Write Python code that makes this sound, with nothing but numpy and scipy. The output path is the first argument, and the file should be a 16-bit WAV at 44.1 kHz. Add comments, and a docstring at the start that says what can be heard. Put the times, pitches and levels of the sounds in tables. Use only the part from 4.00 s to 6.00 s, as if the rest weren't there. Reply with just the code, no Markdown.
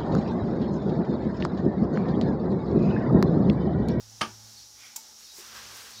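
"""A small furnished room with a fan running: air hiss, wavering motor hum, low house rumble, a whistle every cycle.
Early on something knocks: ringing modes, a noise crack, and the room's answer as noise dying band by band.
Then hands settle a synthetic wig: fingers slide briefly off the fibres (grains through resonances), a clip ticks
(a noise burst with a short ring), and a long rub follows (coloured grains), with a few soft pats.
One microphone signal feeds both sides; the recorder leans right and folds loud bands to mono."""
import sys
import numpy as np
from scipy import signal
from scipy.fft import rfft, irfft
from scipy.io import wavfile
from scipy.ndimage import uniform_filter1d

SR = 44100
rng = np.random.default_rng(int(sys.argv[2]) if len(sys.argv) > 2 else 0)


def undo_db(level):
    """Turn decibels back into plain size, where 20 dB means ten times bigger."""
    steps = np.asarray(level, float) / 20
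    return 10 ** steps


def unload_audio(sound):
    """Save the sound as a 16-bit wav file, at the path given as the first command line argument."""
    columns = np.transpose(np.atleast_2d(sound))
    # keep every value between -1 and 1, then stretch to whole-number steps
    steps = np.round(np.clip(columns, -1, 1) * 32767)
    wavfile.write(sys.argv[1], SR, steps.astype(np.int16))


N = 88200


def rms_one(x):
    """Scale to rms 1."""
    return x / np.sqrt(np.mean(x ** 2) + 1e-20)


def at_hz(points, hz):
    """Read a table's second column on a log-frequency axis."""
    p = np.array(points, float)
    return np.interp(np.log(hz + 1), np.log(p[:, 0] + 1), p[:, 1])


def in_time(rows, fade=False):
    """Join curve rows by straight lines; with fade, fall 400 dB per second outside them."""
    s, *columns = np.transpose(rows)
    t = np.arange(N) / SR
    outside = np.minimum(t - s[0], 0) + np.minimum(s[-1] - t, 0)
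    edge_db = 400 * outside if fade else 0
    return [np.interp(t, s, column) + edge_db for column in columns]


def noise():
    """White noise of rms about 1."""
    return rng.standard_normal(N)


def colour(x, spectrum):
    """Filter x by a spectrum in dB over Hz."""
    gain_db = at_hz(spectrum, np.arange(N // 2 + 1) * SR / N)
    return irfft(rfft(x) * undo_db(gain_db), N)


def drift(rate_hz):
    """Slow random wander of rms 1: white noise through two equal one-pole low-passes."""
    r = np.exp(-2 * np.pi * rate_hz / SR)
    wander = signal.lfilter([1], [1, -2 * r, r * r], rng.standard_normal(N + SR))
    return rms_one(wander[SR:])  # the filter settles during the first second


def resonate(x, peaks):
    """Parallel resonances, each of rms 1 before its dB; the sum has rms 1."""
    out = 0
    for hz, width, db in peaks:
        r = np.exp(-np.pi * width / SR)
        poles = [1, -2 * r * np.cos(2 * np.pi * hz / SR), r * r]
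        out = out + undo_db(db) * rms_one(signal.lfilter([1, 0, -1], poles, x))
    return rms_one(out)


def ring(clicks, hz, t60):
    """A two-pole mode: a unit click sets a decaying sine of starting height 1 ringing."""
    r, w = undo_db(-60 / (t60 * SR)), 2 * np.pi * hz / SR
    return signal.lfilter([0, np.sin(w)], [1, -2 * r * np.cos(w), r * r], clicks + 1e-18)


def strike(start_s, hz, db, t60):
    """One mode struck by one click."""
    click = np.zeros(N)
    click[int(start_s * SR)] = undo_db(db)
    return ring(click, hz, t60)


def burst(start, rise, t60, hold=0):
    """Envelope: linear rise, hold, exponential fall (all in seconds)."""
    t = np.arange(N) / SR - start
    return np.clip(t / rise, 0, 1) * undo_db(-60 * np.maximum(t - rise - hold, 0) / t60)


def house_rumble():
    """Low rumble of the house: coloured noise at a slowly changing level."""
    # Each row: time in seconds, level in dB.
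    rumble_level = [(0.0, -65.5), (0.33, -67.5), (0.72, -70), (0.91, -82), (1.15, -75), (1.3, -77),
                    (1.49, -70), (1.65, -65), (2.0, -72)]
    # Spectrum of the rumble. Each row: frequency in Hz, density in dB per Hz.
    rumble_spectrum = [(25, -54), (40, -24), (60, -7), (100, -21), (160, -21), (300, -47)]
    return undo_db(in_time(rumble_level)[0]) * rms_one(colour(noise(), rumble_spectrum))


def fan_air():
    """Moving air: wavering coloured hiss, plus noise through narrow resonances."""
    # Spectrum of the fan air. Each row: frequency in Hz, density in dB per Hz.
    air_spectrum = [(120, -57), (200, -20), (320, -20.5), (600, -21.5), (760, -19), (850, -12.5),
                    (950, -20.5), (1500, -20.5), (2400, -24.5), (3200, -20.5), (3900, -15.5), (5600, -12),
                    (7000, -17.5), (8400, -24), (16000, -27.5)]
    # Gain on the hiss below 3.5 kHz. 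Each row: time in seconds, gain in dB.
    low_gain = [(0, 0), (.3, 1.5), (.4, -0.5), (.7, -2.5), (.8, -1), (1.05, 0), (1.3, -2.5), (2, 2)]
    # Resonances in the hiss. Each row: frequency in Hz, width in Hz, relative level in dB.
    air_peaks = [(5150, 50, -8), (5480, 90, -3), (5740, 150, 0), (6050, 90, -5), (6680, 80, -6)]
    air = undo_db(-53.5 + 1.0 * drift(3.6)) * rms_one(colour(noise(), air_spectrum))
    low = signal.sosfiltfilt(signal.butter(4, 3500, fs=SR, output="sos"), air)
    air = air - low + undo_db(in_time(low_gain)[0]) * low
    return air + undo_db(-53.5 + 0.87 * drift(3)) * resonate(noise(), air_peaks)


def motor_hum():
    """The motor's fundamental and second harmonic, each wavering on its own."""
    # Each row: time in seconds, rms level in dB of the fundamental, then of the second harmonic.
    hum_levels = [(0, -57, -77.5), (.2, -58.5, -70), (.35, -54.5, -66.5), (.47, -57.5, -68),
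                  (.56, -68, -71.5), (.7, -71.5, -92), (.88, -70.5, -72), (.95, -84, -76.5),
                  (1.25, -80, -73.5), (1.35, -87, -87), (1.5, -70, -67), (1.72, -64, -72), (1.8, -67, -78),
                  (1.9, -78, -70.5), (2, -57, -62)]
    hum_hz, waver_db = 109, 1
    t = np.arange(N) / SR
    out = np.zeros(N)
    for harmonic, db in enumerate(in_time(hum_levels), start=1):
        level = np.sqrt(2) * undo_db(db + waver_db * drift(13))
        out += level * np.sin(2 * np.pi * hum_hz * harmonic * t)
    return out


def fan_whistle():
    """Once per fan cycle, narrow noise lines over a wide hiss swell up and die away."""
    # Lines of the whistle. Each row: frequency in Hz, width in Hz, relative level in dB.
    whistle_lines = [(3845, 16, -2), (4205, 30, -8), (4410, 14, 1), (4790, 16, -3), (5155, 30, -5)]
    first_s, cycle_s, spread_s = 0.604, 0.69, 0.041  # spread: standard deviation of each swell
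    t = np.arange(N) / SR
    swell = sum(np.exp(-.5 * ((t - first_s - k * cycle_s) / spread_s) ** 2) for k in range(-1, 3))
    lines = undo_db(-54.5 + 2.5 * t) * resonate(noise(), whistle_lines)  # grows 2.5 dB per second
    hiss = undo_db(-59.5) * resonate(noise(), [(3800, 2700, 0)])
    return swell * (lines + hiss)


def room_answer(white, start_s):
    """The room answers the knock: octave bands of noise, each with its own decay."""
    # Decay of the room. Each row: frequency in Hz, t60 in seconds.
    room_t60 = [(100, 0.29), (400, 0.3), (1500, 0.21), (4000, 0.2), (10000, 0.2)]
    out = np.zeros(N)
    edges = 60 * 2 ** np.arange(0, 8.1, 1)
    for low, high in zip(edges, edges[1:]):
        band = signal.sosfilt(signal.butter(2, [low, high], "band", fs=SR, output="sos"), white)
        out += undo_db(-23.5) * band * burst(start_s, 0.014, at_hz(room_t60, np.sqrt(low * high)))
    return out


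def knock():
    """A quick run of touches, each a crack of noise and a blow on the ringing modes."""
    # Each row: start in seconds, level on the modes in dB, level of the crack in dB.
    touches = [(.2100, -51, -27), (0.2128, -36.5, -21.5), (.2148, -36, -20.5), (.2165, -33.5, -21),
               (0.2196, -36, -30), (.2300, -40.5, -42), (.2385, -40.5, -50)]
    # Each row: frequency in Hz, relative level in dB, t60 in seconds.
    modes = [(144, -8, 0.13), (221.5, -3, 0.22), (355.5, -3, 0.13), (510, -13.5, 0.15), (616.5, -11, 0.18),
             (761.8, -5, 0.14), (916, 0.5, 0.15), (1166, 0, 0.14), (1230, 3.5, 0.068), (1456, -3.5, 0.059),
             (1614, -3.5, 0.069), (1810, -10, 0.11), (3120, 2, .05), (5540, -13.5, 0.055)]
    # Spectrum of crack and room answer. Each row: frequency in Hz, gain in dB.
    crack_spectrum = [(50, 4), (100, -6.5), (350, -3.5), (600, -10), (1100, 0.5), (2000, -4.5),
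                      (3200, -5.5), (5300, -11.5), (7500, -19.5), (9500, -22), (12000, -44), (16000, -34)]
    start_s, blow_db, _ = np.transpose(touches)
    white = rms_one(colour(noise(), crack_spectrum))
    out = room_answer(white, start_s[0])
    for hz, mode_db, t60 in modes:
        clicks = np.zeros(N)
        scatter_db = rng.normal(0, 3.5, len(start_s))  # no two blows excite a mode alike
        clicks[(start_s * SR).astype(int)] = undo_db(blow_db + mode_db + scatter_db)
        out += ring(clicks, hz, t60)
    for at, _, crack_db in touches:
        out += white * undo_db(crack_db) * burst(at, 0.00049, 0.0095)
    return signal.sosfilt(signal.butter(3, 100, "high", fs=SR, output="sos"), out)


def clip_tick():
    """A bright scratchy tick: a short noise burst with a weaker tail, and a few ringing modes."""
    # Spectrum of the scratch. Each row: frequency in Hz, gain in dB.
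    tick_spectrum = [(180, -59), (300, -39), (574, -37), (885, -26), (1170, -18.5), (2210, -15.5),
                     (3400, -15.5), (3760, -13.5), (7320, -0.5), (9240, -12.5), (16000, -10)]
    # Modes of the tick. Each row: frequency in Hz, level in dB, t60 in seconds.
    tick_modes = [(892, -51.5, 0.069), (935, -50, 0.076), (2216, -56, 0.23)]
    start_s = 0.9585
    shape = undo_db(-33.5) * burst(start_s, rise=0.003, t60=0.018, hold=0.0045)
    shape += undo_db(-42.5) * burst(start_s, rise=0.008, t60=0.25)
    out = shape * rms_one(colour(noise(), tick_spectrum))
    return out + sum(strike(start_s, *mode) for mode in tick_modes)


def soft_pats():
    """Small soft taps, each a single decaying mode."""
    # Each row: start in seconds, frequency in Hz, level in dB, t60 in seconds.
    taps = [(.978, 894, -45, .09), (1.385, 360, -46, .12), (1.39, 410, -50, .1)]
    return sum(strike(*tap) for tap in taps)


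def grains():
    """Friction of fibres: dense random slips of either sign over smooth noise."""
    slips_per_s, spread_db, smooth_share = 4000, 1.5, 0.63  # share of the power
    slips = (rng.random(N) < slips_per_s / SR) * rng.choice([-1, 1], N)
    slips = slips * undo_db(spread_db * np.minimum(rng.exponential(1, N), 4))
    return np.sqrt(1 - smooth_share) * rms_one(slips) + np.sqrt(smooth_share) * noise()


def finger_slide():
    """Fingers slide off the fibres: grains through broad resonances."""
    # Each row: time in seconds, level in dB.
    slide_level = [(0.72, -86), (0.724, -80), (0.78, -58.5), (0.86, -51), (0.906, -57), (0.94, -64)]
    # Each row: frequency in Hz, width in Hz, relative level in dB.
    slide_peaks = [(1560, 270, -7.5), (2290, 460, 4), (3220, 600, 0), (4500, 800, -3), (9000, 7200, -9)]
    slide_db, = in_time(slide_level, fade=True)
    return undo_db(slide_db + 1.3 * drift(25)) * resonate(grains(), slide_peaks)


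def wig_rub():
    """The long rub: body and treble grains at separate levels, with fibres catching in a band of their own."""
    # Each row: time in seconds, level of the body in dB, level of the treble in dB before a 3 dB lift.
    rub_levels = [(1.2, -57.5, -59), (1.3, -65, -65.5), (1.36, -57, -52.5), (1.395, -51.5, -51),
                  (1.43, -52, -56), (1.5, -50, -57), (1.57, -46.5, -54), (1.68, -49, -59.5),
                  (1.73, -48, -54), (1.77, -48, -51.5), (1.87, -48.5, -54.5), (1.92, -51.5, -56.5),
                  (2.0, -56.5, -65)]
    # Spectra of the two layers. Each row: frequency in Hz, gain in dB.
    body_spectrum = [(120, -33), (200, -10.5), (288, -10), (414, -4.5), (700, -9), (1060, -3.5), (1680, -3),
                     (2030, -4), (5000, -2), (6500, -10), (11000, -120)]
    treble_spectrum = [(3500, -16), (5000, -3), (7000, 2), (9000, -2.5), (12000, -5.5), (16000, -5)]
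    # Fibres catching. Each row: time in seconds, level in dB.
    catch_level = [(1.4, -64), (1.5, -56.5), (1.59, -49.5), (1.66, -61), (1.76, -57.5), (1.88, -54.5),
                   (1.94, -74)]
    # Their resonances. Each row: frequency in Hz, width in Hz, relative level in dB.
    catch_peaks = [(1167, 200, -1.4), (1340, 210, -1.7), (1580, 83, 0)]
    body_db, treble_db = in_time(rub_levels, fade=True)
    catch_db, = in_time(catch_level, fade=True)
    body = undo_db(body_db + 0.84 * drift(27)) * rms_one(colour(grains(), body_spectrum))
    catches = undo_db(catch_db + 2.1 * drift(25)) * resonate(grains(), catch_peaks)
    treble = undo_db(treble_db + 3.0 + 0.89 * drift(30)) * rms_one(colour(grains(), treble_spectrum))
    return body + catches + treble


def scene():
    """Everything reaches the microphone as one sound, the same on both sides."""
    background = house_rumble() + fan_air() + motor_hum() + fan_whistle()
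    hands = knock() + clip_tick() + soft_pats() + finger_slide() + wig_rub()
    return np.tile(background + hands, (2, 1))


def low_pass(x):
    """Removes everything above the highest recorded frequency."""
    return signal.sosfilt(signal.butter(12, 16640, fs=SR, output="sos"), x)


def record(dry):
    """Right is louder than left, but loud bands fold to mono a moment late; the top is cut."""
    # Bands louder than this fold to mono. Each row: frequency in Hz, level in dB per bin.
    mono_above = [(60, -66), (500, -73), (900, -74), (1500, -75), (2200, -76), (2600, -80), (3300, -84),
                  (3500, -95), (6800, -95), (7200, -83.5), (9000, -84.5), (11000, -83.5), (16000, -84.5)]
    side_share, onset_width = -0.37, 0.51  # side over mid; share of width left as a band turns loud
    late = 4  # frames of 512 samples, about 46 ms
    frame = dict(nperseg=2048, noverlap=1536)
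    top_cut = signal.cheby2(12, 60, 15900 * 1.04, fs=SR, output="sos")  # 60 dB down from that frequency
    mid = signal.sosfilt(top_cut, dry[0])
    hz, _, cells = signal.stft(mid, SR, **frame)
    power = uniform_filter1d(abs(cells) ** 2, size=17, axis=0)  # smooth over bins
    power = uniform_filter1d(power, size=3, axis=1)  # smooth over frames
    quiet = 10 * np.log10(power + 1e-20) < at_hz(mono_above, hz)[:, None]
    quiet_before = np.concatenate([quiet[:, :late], quiet[:, :-late]], axis=1)
    width = quiet_before * np.where(quiet, 1, onset_width)
    side = side_share * signal.istft(cells * width, SR, **frame)[1][:N]
    return low_pass(np.array([mid + side, mid - side]))


dry = scene()
out = record(dry)
unload_audio(out)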